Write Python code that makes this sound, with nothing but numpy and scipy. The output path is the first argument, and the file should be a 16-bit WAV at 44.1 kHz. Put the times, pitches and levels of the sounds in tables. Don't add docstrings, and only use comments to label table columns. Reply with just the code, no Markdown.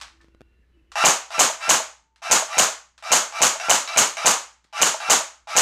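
import sys
import numpy as np
from scipy import signal
from scipy.fft import rfft, irfft
from scipy.io import wavfile
from scipy.ndimage import uniform_filter1d

SR = 44100
rng = np.random.default_rng(int(sys.argv[2]) if len(sys.argv) > 2 else 0)


def makeup_ratio(level_db):
    decades = np.asarray(level_db, float) / 20
    return 10 ** decades


def persist_wave(psi):
    counts = np.round(np.clip(psi, -1, 1) * 32767).astype(np.int16)
    wavfile.write(sys.argv[1], SR, np.atleast_2d(counts).T)


N = 247401

SHOT_S = [1.0505, 1.3931, 1.6928, 2.3127, 2.582, 3.1185, 3.4182, 3.6965, 3.9738, 4.2588, 4.8169, 5.0992,
          5.5655]
# [start t/s, motor level/dB, first bite of the gears level/dB]
WINDING = [(0.956, -16.5, -16.5), (1.305, -25, -27), (1.6, -25.5, -33.5), (2.219, -26.5, -45),
           (2.49, -25.5, -33.5), (3.025, -27, -31), (3.324, -25.5, -30), (3.599, -26, -18),
           (3.876, -25.5, -18), (4.169, -24.5, -17.5), (4.727, -26, -38), (5.002, -27.5, -21.5),
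           (5.472, -26, -41)]


def pop():
    # [f/Hz, level/dB]
    blast_spectrum = [(35, -93.5), (60, -10.5), (715, -5.5), (785, -1.5), (882, -2.5), (1220, 0),
                      (1740, -5.5), (2410, -7.5), (4530, -8), (5590, -6.5), (6740, 2.5), (10000, -15),
                      (13600, -21.5), (16000, -27.5)]
    # [f/Hz, level/dB, t60/s]
    barrel_modes = [(780, -4, .012), (2150, -10, .008)]
    # [f/Hz, level/dB, t60/s]
    release_modes = [(187, -46.5, 0.033), (841, -23.5, 0.012), (2420, -23, 0.0075)]
    # [delay t/ms, level/dB, sign]
    first_echoes = [(4.6, -3, -1), (6.4, -1, 1), (7.2, -4, 1), (10.3, -3, 1), (12.0, -6, -1),
                    (20.4, -4, -1)]
    shot_s = np.array(SHOT_S)
    slam = clicks(shot_s, 0)
    walls = sum(sign * clicks(shot_s + ms / 1000, db) for ms, db, sign in first_echoes)
    walls = bandpass(walls, 4500, 9500)
    new_echo = dying_noise(slam, first_ms=4.4, grainy=.8)
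    barrel = strike(shot_s + .0018, 3, barrel_modes, spread_db=1)
    barrel = highpass(barrel, 2, 450)
    motor_db = np.array(WINDING)[:, 1]
    release = strike(shot_s - .011, motor_db + 32, release_modes, spread_db=2.0)
    blast, walls, new_echo = [colour(x, blast_spectrum) for x in (slam, walls, new_echo)]
    return blast, walls, new_echo, barrel, release


def motor():
    # [f/Hz, level/dB]
    gear_spectrum = [(180, -66.5), (300, -34), (519, -22.5), (645, -2), (1080, -6.5), (1280, -4.5),
                     (2030, -11.5), (2740, -5.5), (3350, -15.5), (5610, -12), (11300, -32), (16000, -53)]
    # [f/Hz, level/dB, t60/s]
    shell_modes = [(2365, -34, 0.022), (2900, -40, 0.018), (3950, -29.5, 0.012), (5750, -34, 0.017)]
    # [f/Hz, level over the motor/dB, t60/s]
    jolt_modes = [(830, -13, 0.048), (686, -16.5, 0.054)]
    spin_up_s, standstill_db = .014, -8.5
    strain_db_per_s = 18.5
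    let_go_s, unloaded_db = 0.0028, -1.5
    full_mesh_hz, start_sag_hz = 1353, 249.7
    mesh_spread = 0.018

    t = np.arange(N) / SR
    level, speed, mesh_hz = np.zeros(N), np.zeros(N), np.ones(N)
    for (s, db, _), shot_s, chance in zip(WINDING, SHOT_S, rng.standard_normal(len(SHOT_S))):
        on = (t >= s) & (t < shot_s)
        speed[on] = 1 - np.exp(-(t[on] - s) / spin_up_s)
        strain_db = strain_db_per_s * (t[on] - (s + shot_s) / 2)
        strain_db += unloaded_db * (t[on] > shot_s - let_go_s)
        level[on] = makeup_ratio(db + standstill_db * (1.5 - speed[on]) + strain_db)
        mesh_hz[on] = full_mesh_hz * (1 + mesh_spread * chance) - start_sag_hz * np.sqrt(1 - speed[on])

    wobble = rms_one(signal.lfilter([1], [1, -.99], rng.standard_normal(N)))
    turns = np.cumsum(mesh_hz * (1 + .03 * wobble)) / SR
    teeth = np.diff(np.floor(turns), prepend=0) * makeup_ratio(3 * rng.standard_normal(N))
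    whine = .55 * teeth * np.sqrt(SR / mesh_hz) + .35 * np.sin(2 * np.pi * turns)
    scrape = rng.standard_normal(N) * makeup_ratio(2.5 * wobble)
    contact = speed * whine + scrape

    start_s, motor_db, bite_db = np.transpose(WINDING)
    bite = fading(clicks(start_s, bite_db - 6), 3.4) * rng.standard_normal(N)
    drive = makeup_ratio(-8.0) * level * contact + bite
    shell = sum(makeup_ratio(db) * ring(drive, hz, t60) for hz, db, t60 in shell_modes)
    jolt = highpass(strike(start_s, motor_db, jolt_modes, spread_db=4.0), 6, 600)
    return jolt + colour(drive + shell, gear_spectrum)


def box():
    # [t/s, peak level/dB]
    hits = [(1.0665, -10), (1.4092, -10), (1.709, -10), (2.3276, -15), (2.597, -10), (3.1333, -9),
            (3.4336, -13), (3.712, -9), (3.9883, -15), (4.2737, -8), (4.8314, -7), (5.1144, -17),
            (5.5804, -15)]
    # [t/s, peak level/dB]
    bounces = [(1.159, -29.5), (1.499, -16.5), (1.801, -17.5), (2.423, -16.5), (2.684, -22), (3.223, -20.5),
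               (3.556, -22.5), (3.809, -38), (4.079, -36.5), (4.369, -40.5), (4.944, -17), (5.205, -20)]
    # [f/Hz, level/dB, t60/s]
    crack_modes = [(750, -8, .02), (1050, -7, .015), (2950, 0, .012), (4200, -8, .005), (7000, -5, .004),
                   (13000, -14, .003)]
    # [f/Hz, level/dB, t60/s]
    tock_modes = [(650, -2, .07), (880, 1, .025), (4000, -14, .01)]
    hit_s, hit_db = np.transpose(hits)
    crack = strike(hit_s, hit_db + 15, crack_modes, spread_db=2.5)
    bounce_s, bounce_db = np.transpose(bounces)
    tock = strike(bounce_s, bounce_db - 3, tock_modes, spread_db=1)
    return highpass(crack, 6, 520), highpass(tock, 6, 520)


def trigger():
    # [t/s, peak level/dB]
    trigger_clicks = [
        (0.0005, -49),
        (0.0128, -33),
        (0.2119, -58),
        (0.9179, -39.5),
        (2.16, -56),
        (2.9786, -47.5),
        (4.6425, -57),
    ]
    # [f/Hz, level/dB]
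    plastic_spectrum = [(180, -58.5), (300, -24), (394, -31), (527, -14), (1140, -3.5), (2670, -7.5),
                        (4190, -8), (7970, -15), (14000, -41)]
    # [t/s, level/dB, modes [f/Hz, level/dB, t60/s]]
    buckle = (.205, -58.5, [(1260, 0, 0.15), (1510, -6, .15), (1770, 1.5, 0.16)])
    s, db = np.transpose(trigger_clicks)
    click = clicks(s, db + 17)
    snap = makeup_ratio(-15) * fading(click, 5.6) * rng.standard_normal(N)
    echo = makeup_ratio(4.5) * dying_noise(click, first_ms=.6, grainy=.5)
    buckle_s, buckle_db, buckle_modes = buckle
    clink = strike([buckle_s], [buckle_db], buckle_modes, spread_db=3)
    return colour(snap + echo, plastic_spectrum) + clink


def taps():
    # [t/s, peak level/dB, length t/ms]
    finger_taps = [
        (0.2447, -45.5, 1.3),
        (0.284, -48, 1.37),
        (.3478, -43.5, 1.15),
        (.408, -36, 1.02),
        (0.4159, -36, 0.99),
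        (4.649, -53.5, 1.2),
    ]
    push = np.zeros(N)
    for s, db, ms in finger_taps:
        push[int(s * SR):int((s + ms / 1000) * SR)] = -makeup_ratio(db)
    return bandpass(push, 120, 5000)


def background():
    # [f/Hz, level/dB]
    air_spectrum = [(25, -23.5), (100, -2.5), (200, -2.5), (400, -5.5), (700, -20), (2000, -16),
                    (4000, -26.5), (14000, -40.5)]
    # [f/Hz, level/dB, waver f/Hz, from t/s, to t/s]
    tones = [(333, -63, 4, .12, .55), (333, -68, 4, .7, .95), (1450, -79, 20, .25, .6),
             (1750, -81, 30, .45, .85), (2740, -76, 25, .28, .66), (2640, -81, 30, .7, .97),
             (2955, -78, 15, .7, .97), (4000, -90, 20, .3, .85), (893, -61, 2, 1.95, 2.3),
             (880, -66, 15, 4.3, 4.75)]
    air_db, mains_hz, mains_db = -70.5, 59.5, -61
    gain_drop_db, gain_drop_s = -10, .06

    t = np.arange(N) / SR
    out = makeup_ratio(air_db) * rms_one(colour(rng.standard_normal(N), air_spectrum))
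    swing = rms_one(slow_noise(30))
    hum = rms_one(np.sin(2 * np.pi * mains_hz * t + .5 * swing))
    out += makeup_ratio(mains_db + 2.0 * swing) * hum
    for hz, db, waver_hz, start, stop in tones:
        sway = rms_one(slow_noise(np.pi * waver_hz))
        swell = np.sqrt(np.clip(np.minimum(t - start, stop - t) / .1, 0, 1))
        out += makeup_ratio(db + 4 * sway) * swell * np.sin(2 * np.pi * hz * t + 1.2 * sway)
    return out * makeup_ratio(np.interp(t, [SHOT_S[0], SHOT_S[0] + gain_drop_s], [0, gain_drop_db]))


def room(x, first_ms):
    return signal.fftconvolve(x, dying_noise(np.arange(SR) == 0, first_ms, grainy=.8))[:N]


def dying_noise(train, first_ms, grainy):
    # [f/Hz, t60/s]
    room_t60 = [(100, 0.16), (300, 0.25), (800, 0.35), (2200, 0.36), (5800, 0.34), (10000, 0.28),
                (15000, 0.23)]
    gather_cycles, gather_share = 40, .65
    late = np.concatenate([np.zeros(int(first_ms * SR / 1000)), train])[:len(train)]
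    sparse = np.minimum(fading(late > 0, 45.0), 1)
    white = rng.standard_normal(len(late))
    grains = np.minimum(rng.exponential(1, len(late)), 4.5) ** 2.5 / 3.5
    white = white * (1 + grainy * sparse * (grains - 1))
    edges, tail = 50 * 2. ** np.arange(0, 8.7, .5), 0
    for k, (low, high) in enumerate(zip(edges, edges[1:])):
        band = (-1) ** k * bandpass(white, low, high, order=2)
        gather_ms = np.clip(1000 * gather_cycles / high, 3, 11)
        band *= 1 - gather_share * np.minimum(fading(late > 0, gather_ms), 1)
        t60 = at_hz(room_t60, np.sqrt(low * high))
        tail = tail + band * fading(late, 1000 * t60 / np.log(1000))
    return tail / np.sqrt(.025 * SR)


def strike(times, db, modes, spread_db):
    out, luck = 0, rng.standard_normal((len(times), len(modes)))
    for (hz, level_db, t60), chance in zip(modes, luck.T):
        blow_db = np.asarray(db) + level_db + spread_db * chance
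        out = out + ring(clicks(times, blow_db), hz, t60)
    return out


def ring(x, hz, t60):
    r, w = makeup_ratio(-60 / (t60 * SR)), 2 * np.pi * hz / SR
    return signal.lfilter([0, np.sin(w)], [1, -2 * r * np.cos(w), r * r], x + 1e-18)


def clicks(times, db):
    out = np.zeros(N + SR)
    out[np.round(np.asarray(times) * SR).astype(int)] = makeup_ratio(db)
    return out[:N]


def fading(train, ms):
    return signal.lfilter([1], [1, -np.exp(-1000 / (ms * SR))], np.abs(train) + 1e-18)


def slow_noise(rate):
    return signal.lfilter([1], [1, -np.exp(-rate / SR)], rng.standard_normal(N + SR))[SR:]


def rms_one(x):
    return x / np.sqrt(np.mean(x ** 2) + 1e-30)


def at_hz(points, hz):
    table_hz, values = np.array(points).T
    return np.interp(np.log(hz + 1), np.log(table_hz), values)


def colour(x, spectrum, size=4096):
    cepstrum = irfft(np.log(makeup_ratio(at_hz(spectrum, np.fft.rfftfreq(size, 1 / SR)))))
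    cepstrum[1:size // 2] *= 2
    cepstrum[size // 2 + 1:] = 0
    kernel = irfft(np.exp(rfft(cepstrum)))
    return signal.fftconvolve(x, kernel / np.linalg.norm(kernel))[:N]


def highpass(x, order, hz):
    return signal.sosfilt(signal.butter(order, hz, "high", fs=SR, output="sos"), x)


def bandpass(x, low, high, order=1):
    return signal.sosfilt(signal.butter(order, [low, high], "band", fs=SR, output="sos"), x)


def scene():
    blast, walls, new_echo, barrel, release = pop()
    crack, bounce = box()
    gears = motor()
    near = makeup_ratio(15) * blast + makeup_ratio(-9) * barrel + makeup_ratio(6) * release + makeup_ratio(0.5) * gears
    far = makeup_ratio(-19) * crack + makeup_ratio(-13) * bounce
    direct = makeup_ratio(9) * blast + barrel + release + gears + crack + bounce
    wet = makeup_ratio(18) * walls + makeup_ratio(19.5) * new_echo
    wet += room(near, first_ms=3.0) + room(far, first_ms=2.5)
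    thin = highpass(direct + wet + trigger(), 4, 130)
    return (thin + taps() + background())[None]


def band_limit(x):
    return signal.sosfilt(signal.butter(12, 16510, fs=SR, output="sos"), x)


def record(dry):
    threshold_db, release_db_per_s, attack_s = -10.5, 260, 0.00013
    level_db = 10 * np.log10(uniform_filter1d(dry ** 2, size=221) + 1e-12)
    ramp = release_db_per_s * np.arange(N) / SR
    over_db = np.maximum.accumulate(np.maximum(level_db - threshold_db, 0) + ramp, axis=1) - ramp
    r = np.exp(-1 / (attack_s * SR))
    cut_db = signal.lfilter([1 - r], [1, -r], over_db)
    held = dry * makeup_ratio(-.9 * np.roll(cut_db, -66, axis=1))
    clipped = .76 * np.tanh(held / .76)
    top_cut = signal.sosfilt(signal.cheby2(10, 60, 16600, fs=SR, output="sos"), clipped)
    return band_limit(top_cut)


dry = scene()
out = record(dry)
persist_wave(out)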